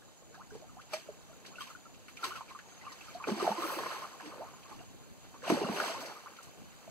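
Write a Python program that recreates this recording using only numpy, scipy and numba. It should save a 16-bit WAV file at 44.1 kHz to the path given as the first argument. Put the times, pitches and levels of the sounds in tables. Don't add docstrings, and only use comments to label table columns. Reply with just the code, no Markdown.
import sys
import numpy as np
from scipy import signal
from scipy.fft import rfft, irfft
from scipy.io import wavfile
from scipy.ndimage import uniform_filter1d
from numba import njit

SR = 44100
rng = np.random.default_rng(int(sys.argv[2]) if len(sys.argv) > 2 else 0)


def pcm_store(signal):
    levels = np.round(np.clip(np.atleast_2d(signal), -1, 1) * 32767)
    wavfile.write(sys.argv[1], SR, levels.astype(np.int16).T)


N = 304290


def gain_of(db):
    return 10 ** (np.asarray(db) / 20)


def evened(x):
    return x / np.sqrt(np.mean(x ** 2) + 1e-20)


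def read(points, hz):
    freq_hz, value = np.transpose(points)
    return np.interp(np.log(hz + 1), np.log(freq_hz + 1), value)


def curve(rows):
    time_s, *columns = np.transpose(rows)
    t = np.arange(N) / SR
    return [np.interp(t, time_s, column) for column in columns]


def colour(x, points, lead_s=0.):
    hz = np.fft.rfftfreq(N, 1 / SR)
    lead = np.exp(2j * np.pi * hz * lead_s)
    return irfft(rfft(x) * gain_of(read(points, hz)) * lead, N)


def laid(events):
    out = np.zeros(N + SR)
    for start_s, sound in events:
        out[round(start_s * SR):][:len(sound)] += sound
    return out[:N]


@njit
def add(mix, grains):
    for k in range(len(grains)):
        start, step, rise = int(grains[k, 0]), grains[k, 2], grains[k, 4]
        length = int(grains[k, 3] / step) + 2
        size = grains[k, 1] / np.sqrt(length)
        fade = np.exp(-9 / length)
        turns = 0.
        for i in range(min(length * 3 // 4, len(mix) - start)):
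            turns += step * (1 + rise * i / length)
            size *= fade
            mix[start + i] += size * i / length * np.sin(2 * np.pi * turns)


def swarm(pitch, per_s, cycles, rise, uneven_db):
    place, kind, loud, long, bend = rng.random((int(per_s * N / SR), 5)).T
    at = (place * N).astype(int)
    hz, gain = pitch(at, kind)
    size = gain * gain_of(uneven_db * np.minimum(-np.log(loud), 4))
    grains = np.column_stack([at, size, hz / SR, cycles * (.5 + long), rise * (3 * bend - 1)])
    heard = gain > gain.max() / 10
    out = np.zeros(N)
    add(out, grains[heard])
    return evened(out)


# (per Hz, relative)
HUSH_SPECTRUM = [(15, -60), (25, -12), (53, -0.5), (165, 0.5), (306, -7), (379, -10), (763, -13),
                 (1140, -18), (2180, -37), (3840, -18.5), (4390, -33.5), (6930, -23.5), (15600, -42.5)]
# freq_hz, ratio_db
HUSH_FAR_OVER_NEAR = [(60, -9.5), (300, 10), (800, 6.5), (1150, -6.5), (1750, -29), (2500, -6), (8000, -6),
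                      (15000, -3)]
HUSH_RMS_DB = -58.5


def hush():
    frames, hz = N // 256 + 5, np.fft.rfftfreq(1024, 1 / SR)
    a, b, c, d, patches = rng.standard_normal((frames, 513, 5)).T
    patches = uniform_filter1d(patches, size=12, axis=0)
    patches = evened(uniform_filter1d(patches, size=14, axis=1))
    half_ratio_db = read(HUSH_FAR_OVER_NEAR, hz)[:, None] / 2
    z = np.array([(a + 1j * b) * gain_of(-half_ratio_db), (c + 1j * d) * gain_of(half_ratio_db)])
    z *= gain_of(read(HUSH_SPECTRUM, hz)[:, None] + 2.6 * patches)
    noise = signal.istft(z, nperseg=1024, noverlap=768)[1][:, :N]
    return gain_of(HUSH_RMS_DB) * evened(noise)


def resonate(x, hz, width_hz):
    turn = np.exp(2j * np.pi * np.cumsum(hz * np.ones(N)) / SR)
    r = np.exp(-np.pi * width_hz / SR)
    return (turn * signal.lfilter([1], np.convolve([1, -r], [1, -r]), x / turn)).real


def whistle(start_s, length_s, level_db, first_hz, last_hz):
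    u = np.arange(0, length_s, 1 / SR) / length_s
    ratio = last_hz / first_hz
    turns = np.cumsum(first_hz * ratio ** u ** ratio) / SR
    return start_s, gain_of(level_db) * np.sqrt(np.sin(np.pi * u)) * np.sin(2 * np.pi * turns)


# centre_hz, width_hz, rms_db
INSECT_WHINE = (6800, 77, -70)
# start_s, length_s, level_db, first_hz, last_hz
FAINT_WHISTLES = [(2.475, .045, -58, 2750, 1900), (2.87, .065, -55, 2700, 1700),
                  (3.085, .055, -58, 2800, 1950), (2.585, .22, -68, 6750, 6250),
                  (3.71, .11, -55, 2625, 2635)]


def insects():
    centre_hz, width_hz, rms_db = INSECT_WHINE
    whine = evened(resonate(rng.standard_normal(N), centre_hz, width_hz))
    return gain_of(rms_db) * whine + laid(whistle(*row) for row in FAINT_WHISTLES)


def bubble(hz, cycles, rise_octaves, swell):
    cycles = max(cycles, 6)
    u = np.arange(int(cycles / hz * SR)) * hz / SR / cycles
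    turns = np.cumsum(hz * 2 ** (rise_octaves * u)) / SR
    shape = (1 - np.exp(-u / abs(swell))) ** 2 * gain_of(-60 * u)
    return shape / shape.max() * np.sin(2 * np.pi * turns)


# (to -60 dB, at least 6 rung)
SINGLE_BUBBLES = [(.02, -47, 1640, 33), (0.079, -51, 1060, 14), (.222, -45, 493, 11), (.303, -50, 454, 32),
                  (.343, -42.5, 1585, 41), (0.506, -45.5, 1550, 44), (0.517, -41.5, 418, 39),
                  (0.55, -35, 440, 21), (.62, -45, 608, 29), (.64, -47, 764, 27), (.692, -49.5, 1250, 20),
                  (.768, -41, 768, 28), (.932, -29.5, 586.4, 39), (0.936, -22.5, 2290, 9.5),
                  (.935, -29, 597.5, 55), (1.086, -34, 587, 25), (1.086, -37.5, 426, 34),
                  (1.294, -52, 623, 57), (1.33, -55, 1350, 30), (1.514, -49, 1100, 37),
                  (1.539, -51, 1300, 30), (1.556, -37.5, 2630, 40), (1.583, -38.5, 1430, 32),
                  (1.606, -32, 1107, 29), (1.607, -34, 3070, 45), (1.669, -43.5, 1030, 19),
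                  (1.703, -42, 1280, 21), (1.75, -41, 1420, 27), (1.854, -48, 1290, 43),
                  (2.083, -45, 1370, 12), (2.083, -46, 2220, 33), (2.172, -43, 2370, 38),
                  (2.19, -48, 1310, 42), (2.231, -28.5, 1310, 36), (2.238, -32, 1030, 46),
                  (2.242, -37, 2320, 49), (2.264, -39.5, 368, 39), (2.305, -39, 2870, 38),
                  (2.306, -32.5, 1120, 22), (2.319, -36.5, 1360, 28), (2.334, -42, 1460, 33),
                  (2.353, -38.5, 1300, 40), (2.372, -37, 1100, 40), (2.408, -29, 986, 11.5),
                  (2.507, -38, 1060, 21), (2.549, -34.5, 1124, 21), (2.59, -33.5, 1640, 17),
                  (2.656, -49.5, 910, 33), (2.72, -54, 1400, 27), (2.812, -41, 1970, 40),
                  (2.838, -45, 1080, 36), (2.852, -42, 2650, 40), (2.866, -32, 1110, 24),
                  (2.92, -40, 1090, 18), (3.01, -40, 2540, 32), (3.04, -51, 1580, 50),
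                  (3.083, -42, 1260, 18), (3.148, -35, 687, 49), (3.2, -33.5, 1096, 28),
                  (3.222, -40, 900, 24), (3.241, -25.5, 1350, 4), (3.24, -29, 2420, 27),
                  (3.273, -24, 463, 14), (3.284, -23.5, 380, 17), (3.284, -33, 830, 35),
                  (3.311, -23.5, 209, 16), (3.32, -25, 232, 7.5), (3.365, -30, 336, 12),
                  (3.399, -27, 1150, 26), (3.425, -17.5, 382, 11), (3.449, -27, 837, 25),
                  (3.467, -22, 820, 14), (3.476, -15.5, 690, 11), (3.49, -18, 605, 9.5),
                  (3.5, -31.5, 202.5, 17.5), (3.515, -20.5, 860, 18), (3.573, -30.5, 997, 40),
                  (3.58, -28.5, 330, 24), (3.62, -25.5, 1117, 30), (3.638, -29.5, 321, 30),
                  (3.639, -29, 1240, 27), (3.716, -29.5, 1086, 35), (3.719, -34, 538, 37),
                  (3.763, -34, 325, 28), (3.786, -34, 1040, 25), (3.802, -33, 546, 19),
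                  (3.86, -26.5, 1050, 13), (3.919, -31, 1700, 41), (3.954, -36, 1017, 40),
                  (4.02, -30.5, 1065, 21), (4.043, -28.5, 1095, 8), (4.129, -40, 1090, 29),
                  (4.2, -33.5, 1680, 25), (4.206, -37, 890, 12), (4.229, -42, 297, 30),
                  (4.263, -35, 304, 16), (4.316, -37.5, 1100, 17), (4.333, -41.5, 570, 21),
                  (4.407, -39, 714, 18), (4.417, -37, 877, 22), (4.469, -45, 1100, 30),
                  (4.538, -40.5, 1020, 8), (4.65, -43.5, 1094, 25), (4.71, -43, 817, 42),
                  (4.716, -39.5, 1100, 28), (4.791, -46.5, 2750, 48), (5.343, -38, 980, 4.5),
                  (5.421, -39, 1670, 27), (5.428, -37, 498, 29), (5.439, -35.5, 1090, 28),
                  (5.476, -30, 2740, 37), (5.477, -24.5, 646, 12), (5.5, -14.5, 353, 10.5),
                  (5.502, -20, 676, 9.5), (5.521, -11.5, 285, 9), (5.545, -22, 238, 0.5),
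                  (5.542, -26, 824, 19), (5.567, -24.5, 535, 34), (5.615, -18, 398, 11.5),
                  (5.627, -33.5, 2720, 40), (5.643, -25.5, 185, 4.5), (5.67, -33.5, 2740, 38),
                  (5.696, -21, 226, 3), (5.739, -31, 362, 17), (5.766, -34, 2680, 38), (5.8, -26, 1360, 11),
                  (5.801, -23, 1650, 28), (5.896, -34, 646, 36), (5.947, -35, 1044, 53),
                  (6.017, -42.5, 632, 59), (6.049, -41, 544, 19), (6.112, -40, 820, 29),
                  (6.161, -43.5, 1200, 34), (6.259, -37.5, 1120, 28), (6.386, -44, 1330, 35),
                  (6.877, -38, 620, 12.5)]
# start_s, level_db (relative), start_pitch_hz, cycles (to -60 dB), rise_octaves
SURFACE_GLIDES = [(.372, -48.5, 692, 85, 1.6), (.39, -47, 852, 100, 3.2), (.776, -48.5, 880, 100, 3.4),
                  (4.39, -37, 421.5, 52, 3.2), (4.412, -39.5, 514, 61, 2.5), (4.8, -49.5, 660, 64, 0.86),
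                  (6.266, -45.5, 1150, 70, 3.4)]
CLIMB_OCTAVES_PER_CYCLE = 0.0047
PLOP_TRIM_DB = -4.0


def plops():
    rows = [(start_s, level_db, hz, cycles, CLIMB_OCTAVES_PER_CYCLE * cycles)
            for start_s, level_db, hz, cycles in SINGLE_BUBBLES]
    return laid((start_s, gain_of(level_db + PLOP_TRIM_DB) * bubble(*shape, swell=0.054))
                for start_s, level_db, *shape in rows + SURFACE_GLIDES)


def bank(x, t60_s):
    at = np.arange(40, 6000, 20) + rng.integers(0, 20, (2, 298))
    taps = np.zeros((2, 6020))
    tap_gain = rng.choice([-1., 1.], at.shape) * gain_of(-60 * at / SR / t60_s)
    np.put_along_axis(taps, at, tap_gain, axis=1)
    return signal.oaconvolve(x[None], taps / np.linalg.norm(taps[0]), axes=1)[:, :N]


# start_s, level_db (relative), centre_hz
WATER_SLAPS = [(.345, -49, 4100), (.503, -51, 5740), (.812, -46, 2470), (0.81, -50, 4370),
               (.933, -29, 4930), (.933, -16, 760), (.94, -26, 880), (1.448, -39.5, 1900),
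               (1.461, -38, 4000), (1.558, -45, 2670), (1.607, -29, 1150), (1.613, -35.5, 3150),
               (1.671, -40, 2790), (1.942, -46, 2640), (2.081, -40, 2050), (2.168, -35.5, 2300),
               (2.237, -23, 1060), (2.239, -25.5, 3850), (2.358, -36, 2570), (2.481, -50, 2380),
               (2.588, -42.5, 2340), (2.919, -40.5, 4390), (3.01, -45, 2640), (3.142, -42, 4100),
               (3.223, -42, 2370), (3.398, -38, 4190), (3.491, -25, 703), (3.787, -17, 1010),
               (4.206, -25.5, 880), (4.216, -45, 2480), (4.628, -45, 2730), (5.438, -38, 2670),
               (5.475, -37, 2800), (5.4995, -10.5, 1230), (5.502, -17, 751), (5.765, -28.5, 2750),
               (5.8, -16, 1400), (5.864, -46, 2010), (6.058, -35.5, 4560), (6.364, -41, 2440),
               (6.427, -42, 7000)]
# centre_hz, t60_s
SLAP_DECAY = [(1400, 0.023), (2000, 0.11)]
SLAP_TREBLE_DB = -26
SLAP_TRIM_DB = -10.5


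def slaps():
    t = np.arange(N // 40) / SR
    treble_sos = signal.butter(4, 9500, "high", fs=SR, output="sos")
    attack = 1 - np.exp(-t / 0.0014)
    noises = rng.standard_normal((len(WATER_SLAPS), 2, len(t)))
    bursts = []
    for (start_s, level_db, centre_hz), (a, b) in zip(WATER_SLAPS, noises):
        edges_hz = centre_hz * 2 ** (0.24 * np.array([-1, 1]))
        body = signal.sosfilt(signal.butter(1, edges_hz, "band", fs=SR, output="sos"), a)
        treble = signal.sosfilt(treble_sos, b)
        hiss = evened(body) + gain_of(SLAP_TREBLE_DB) * evened(treble)
        fall_db = -60 * t / abs(read(SLAP_DECAY, centre_hz))
        bursts.append((start_s, hiss * gain_of(level_db + SLAP_TRIM_DB + fall_db) * attack))
    return laid(bursts)


# freq_hz, level_db (relative)
SPRAY_SPECTRUM = [(1800, 3.5), (2800, 0), (4500, -2.5), (6500, -9), (9000, -11)]


def stirred(spray_gain, fine_gain):
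    def small(at, kind):
        hz = 1500 * 2 ** (2.7 * kind)
        return hz, gain_of(read(SPRAY_SPECTRUM, hz)) * np.sqrt(hz)

    def tiny(at, kind):
        return 9500 + 6100 * kind, gain_of(11.3 * kind)

    spray = swarm(small, per_s=3500, cycles=27.2, rise=0.094, uneven_db=-0.5)
    fine = swarm(tiny, per_s=3900, cycles=3.0, rise=0.03, uneven_db=1.0)
    return spray_gain * spray + fine_gain * fine


def churn(churn_gain, usual_hz):
    def large(at, kind):
        hz = 150 * 2 ** (3.9 * kind)
        return hz, np.exp(-.5 * (np.log2(hz / usual_hz[at]) / 1.336) ** 2)

    bubbles = swarm(large, per_s=1200, cycles=14.9, rise=0.37, uneven_db=2.5)
    return churn_gain * gain_of(-4.5) * bubbles


# time_s, churn_db (relative), usual_bubble_hz, spray_db, fine_spray_db
CALM_WATER = [(0, -64.5, 660, -87, -74.5), (.8, -63.5, 696, -70.5, -73), (1.3, -59, 580, -67.5, -71),
              (2, -61.5, 550, -69, -72), (2.7, -59, 750, -67, -72.5), (5.1, -63.5, 613, -70, -71),
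              (6.9, -65, 597, -74.5, -69)]
# time_s, churn_db (relative), usual_bubble_hz, spray_db, fine_spray_db
FISH_THRASHES = [
    [(2.6, -80, 900, -69, -90), (2.86, -58, 1110, -61, -77), (3.1, -55.5, 950, -57, -66),
     (3.21, -57, 950, -63, -80), (3.26, -50, 450, -60, -68), (3.28, -29, 415, -42.5, -59),
     (3.35, -41, 416, -50.5, -64), (3.43, -32.5, 484, -43.5, -56.5), (3.51, -35.5, 725, -46.5, -57),
     (3.56, -42.5, 880, -50, -63), (3.63, -35, 930, -44.5, -51.5), (3.73, -37.5, 835, -47.5, -47.5),
     (3.84, -38, 835, -48, -58), (3.94, -40, 1080, -47.5, -58), (4.16, -53, 1050, -60.5, -70),
     (4.4, -46.5, 565, -62.5, -70), (4.6, -60, 850, -64, -76), (4.82, -57.5, 865, -63.5, -74),
     (4.92, -66, 600, -68, -90)],
    [(5.39, -84, 700, -80, -90), (5.44, -47, 770, -53, -70), (5.503, -27, 455, -38.5, -51),
     (5.52, -29, 350, -40.5, -54), (5.55, -31.5, 352, -43, -58), (5.67, -34, 450, -49, -64),
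     (5.74, -33.5, 400, -46, -57), (5.79, -33, 690, -43, -53), (5.88, -35.5, 890, -41, -53),
     (5.98, -42.5, 745, -50, -66), (6.11, -45, 825, -55, -65), (6.28, -56.5, 875, -63.5, -72),
     (6.42, -57, 900, -64, -83), (6.5, -60.5, 800, -66, -87)],
]
# peak_s, churn_db (relative), usual_bubble_hz, spray_db, fine_spray_db
SURFACE_FLICKS = [(.35, -53.5, 1100, -67, -78), (.55, -48.5, 470, -60, -73), (.94, -43, 630, -45.5, -58),
                  (1.07, -53.5, 540, -66, -76), (1.48, -58, 494, -60, -80), (1.612, -59, 1150, -49, -58.5),
                  (1.7, -50, 1150, -58.5, -66), (2.09, -79, 1250, -63, -68),
                  (2.248, -36.5, 1210, -41.5, -50.5), (2.36, -47, 1150, -52, -65),
                  (2.5, -52, 1050, -58.5, -72), (2.7, -72, 900, -62, -74), (2.925, -70, 1000, -73, -68),
                  (3.15, -57, 670, -65, -76), (4.259, -47, 350, -52.5, -72), (4.7, -53, 1100, -58.5, -76),
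                  (5.25, -56, 790, -63, -76), (5.35, -54, 790, -68, -82), (6.01, -42, 517, -49.5, -55.5),
                  (6.32, -51.5, 474, -76, -80), (6.432, -66, 900, -62, -64)]
FLICK_RISE_DB_PER_S, CHURN_FALL_DB_PER_S, SPRAY_FALL_DB_PER_S = 466, 320, 160


def stir():
    t = np.arange(N) / SR
    fall = np.array([[CHURN_FALL_DB_PER_S], [0], [SPRAY_FALL_DB_PER_S], [SPRAY_FALL_DB_PER_S]])
    rise = FLICK_RISE_DB_PER_S * np.sign(fall)
    parts = [np.array(curve(rows)) for rows in [CALM_WATER] + FISH_THRASHES]
    for peak_s, *peak in SURFACE_FLICKS:
        drop = np.maximum(rise * (peak_s - t), fall * (t - peak_s))
        parts.append(np.array(peak)[:, None] - drop)
    churn_db, hz, spray_db, fine_db = np.swapaxes(parts, 0, 1)[..., ::64]
    power = [gain_of(2 * db) for db in (churn_db, spray_db, fine_db)]
    usual_hz = np.exp((power[0] * np.log(hz)).sum(0) / power[0].sum(0))
    slow = [np.sqrt(p.sum(0)) for p in power] + [usual_hz]
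    return [np.interp(t, t[::64], v) for v in slow]


# freq_hz, level_db
FAR_SHADOW = [(150, -0.8), (450, -7), (900, -13), (1500, 3), (2500, -54), (6000, -27)]
# freq_hz, level_db
FAR_SCATTER = [(200, -9), (600, -11.5), (1100, 2), (1700, -1), (2400, -2), (8000, 1.5), (15000, -4)]


def scene():
    churn_gain, spray_gain, fine_gain, usual_hz = stir()

    def splash():
        return churn(churn_gain, usual_hz) + stirred(spray_gain, fine_gain) + slaps()

    single = plops() + insects()
    echo = bank(single, t60_s=0.088)
    near = single + gain_of(-4.5) * echo[0] + splash()
    direct = colour(near, FAR_SHADOW, lead_s=.00004)
    scattered = colour(echo[1] + splash(), FAR_SCATTER)
    return np.array([near, direct + scattered]) + hush()


# freq_hz, share (0..1)
STEER_SHARE = [(30, 0.73), (150, 1), (600, 0.53), (1200, 0.61), (1750, 0.27), (2400, 0.68), (3500, 0.62),
               (5350, 1), (7100, 0.69), (8900, 0.22), (10700, 0.87), (12500, 0.37), (15000, 0.67)]
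STEER_DELAY_S, BAND_EDGE_HZ = 24.75 / 44100, 15680


def record(dry):
    near, far = rfft(dry)
    hz = np.fft.rfftfreq(N, 1 / SR)
    late = np.clip(read(STEER_SHARE, hz), 0, 1) * np.exp(-2j * np.pi * hz * STEER_DELAY_S)
    pair = irfft(np.array([far - late * near, near - late * far]), N)
    low_pass = signal.firwin(511, BAND_EDGE_HZ, window=("kaiser", 9), fs=SR)
    return signal.oaconvolve(pair, low_pass[None], "same")


dry = scene()
out = record(dry)
pcm_store(out)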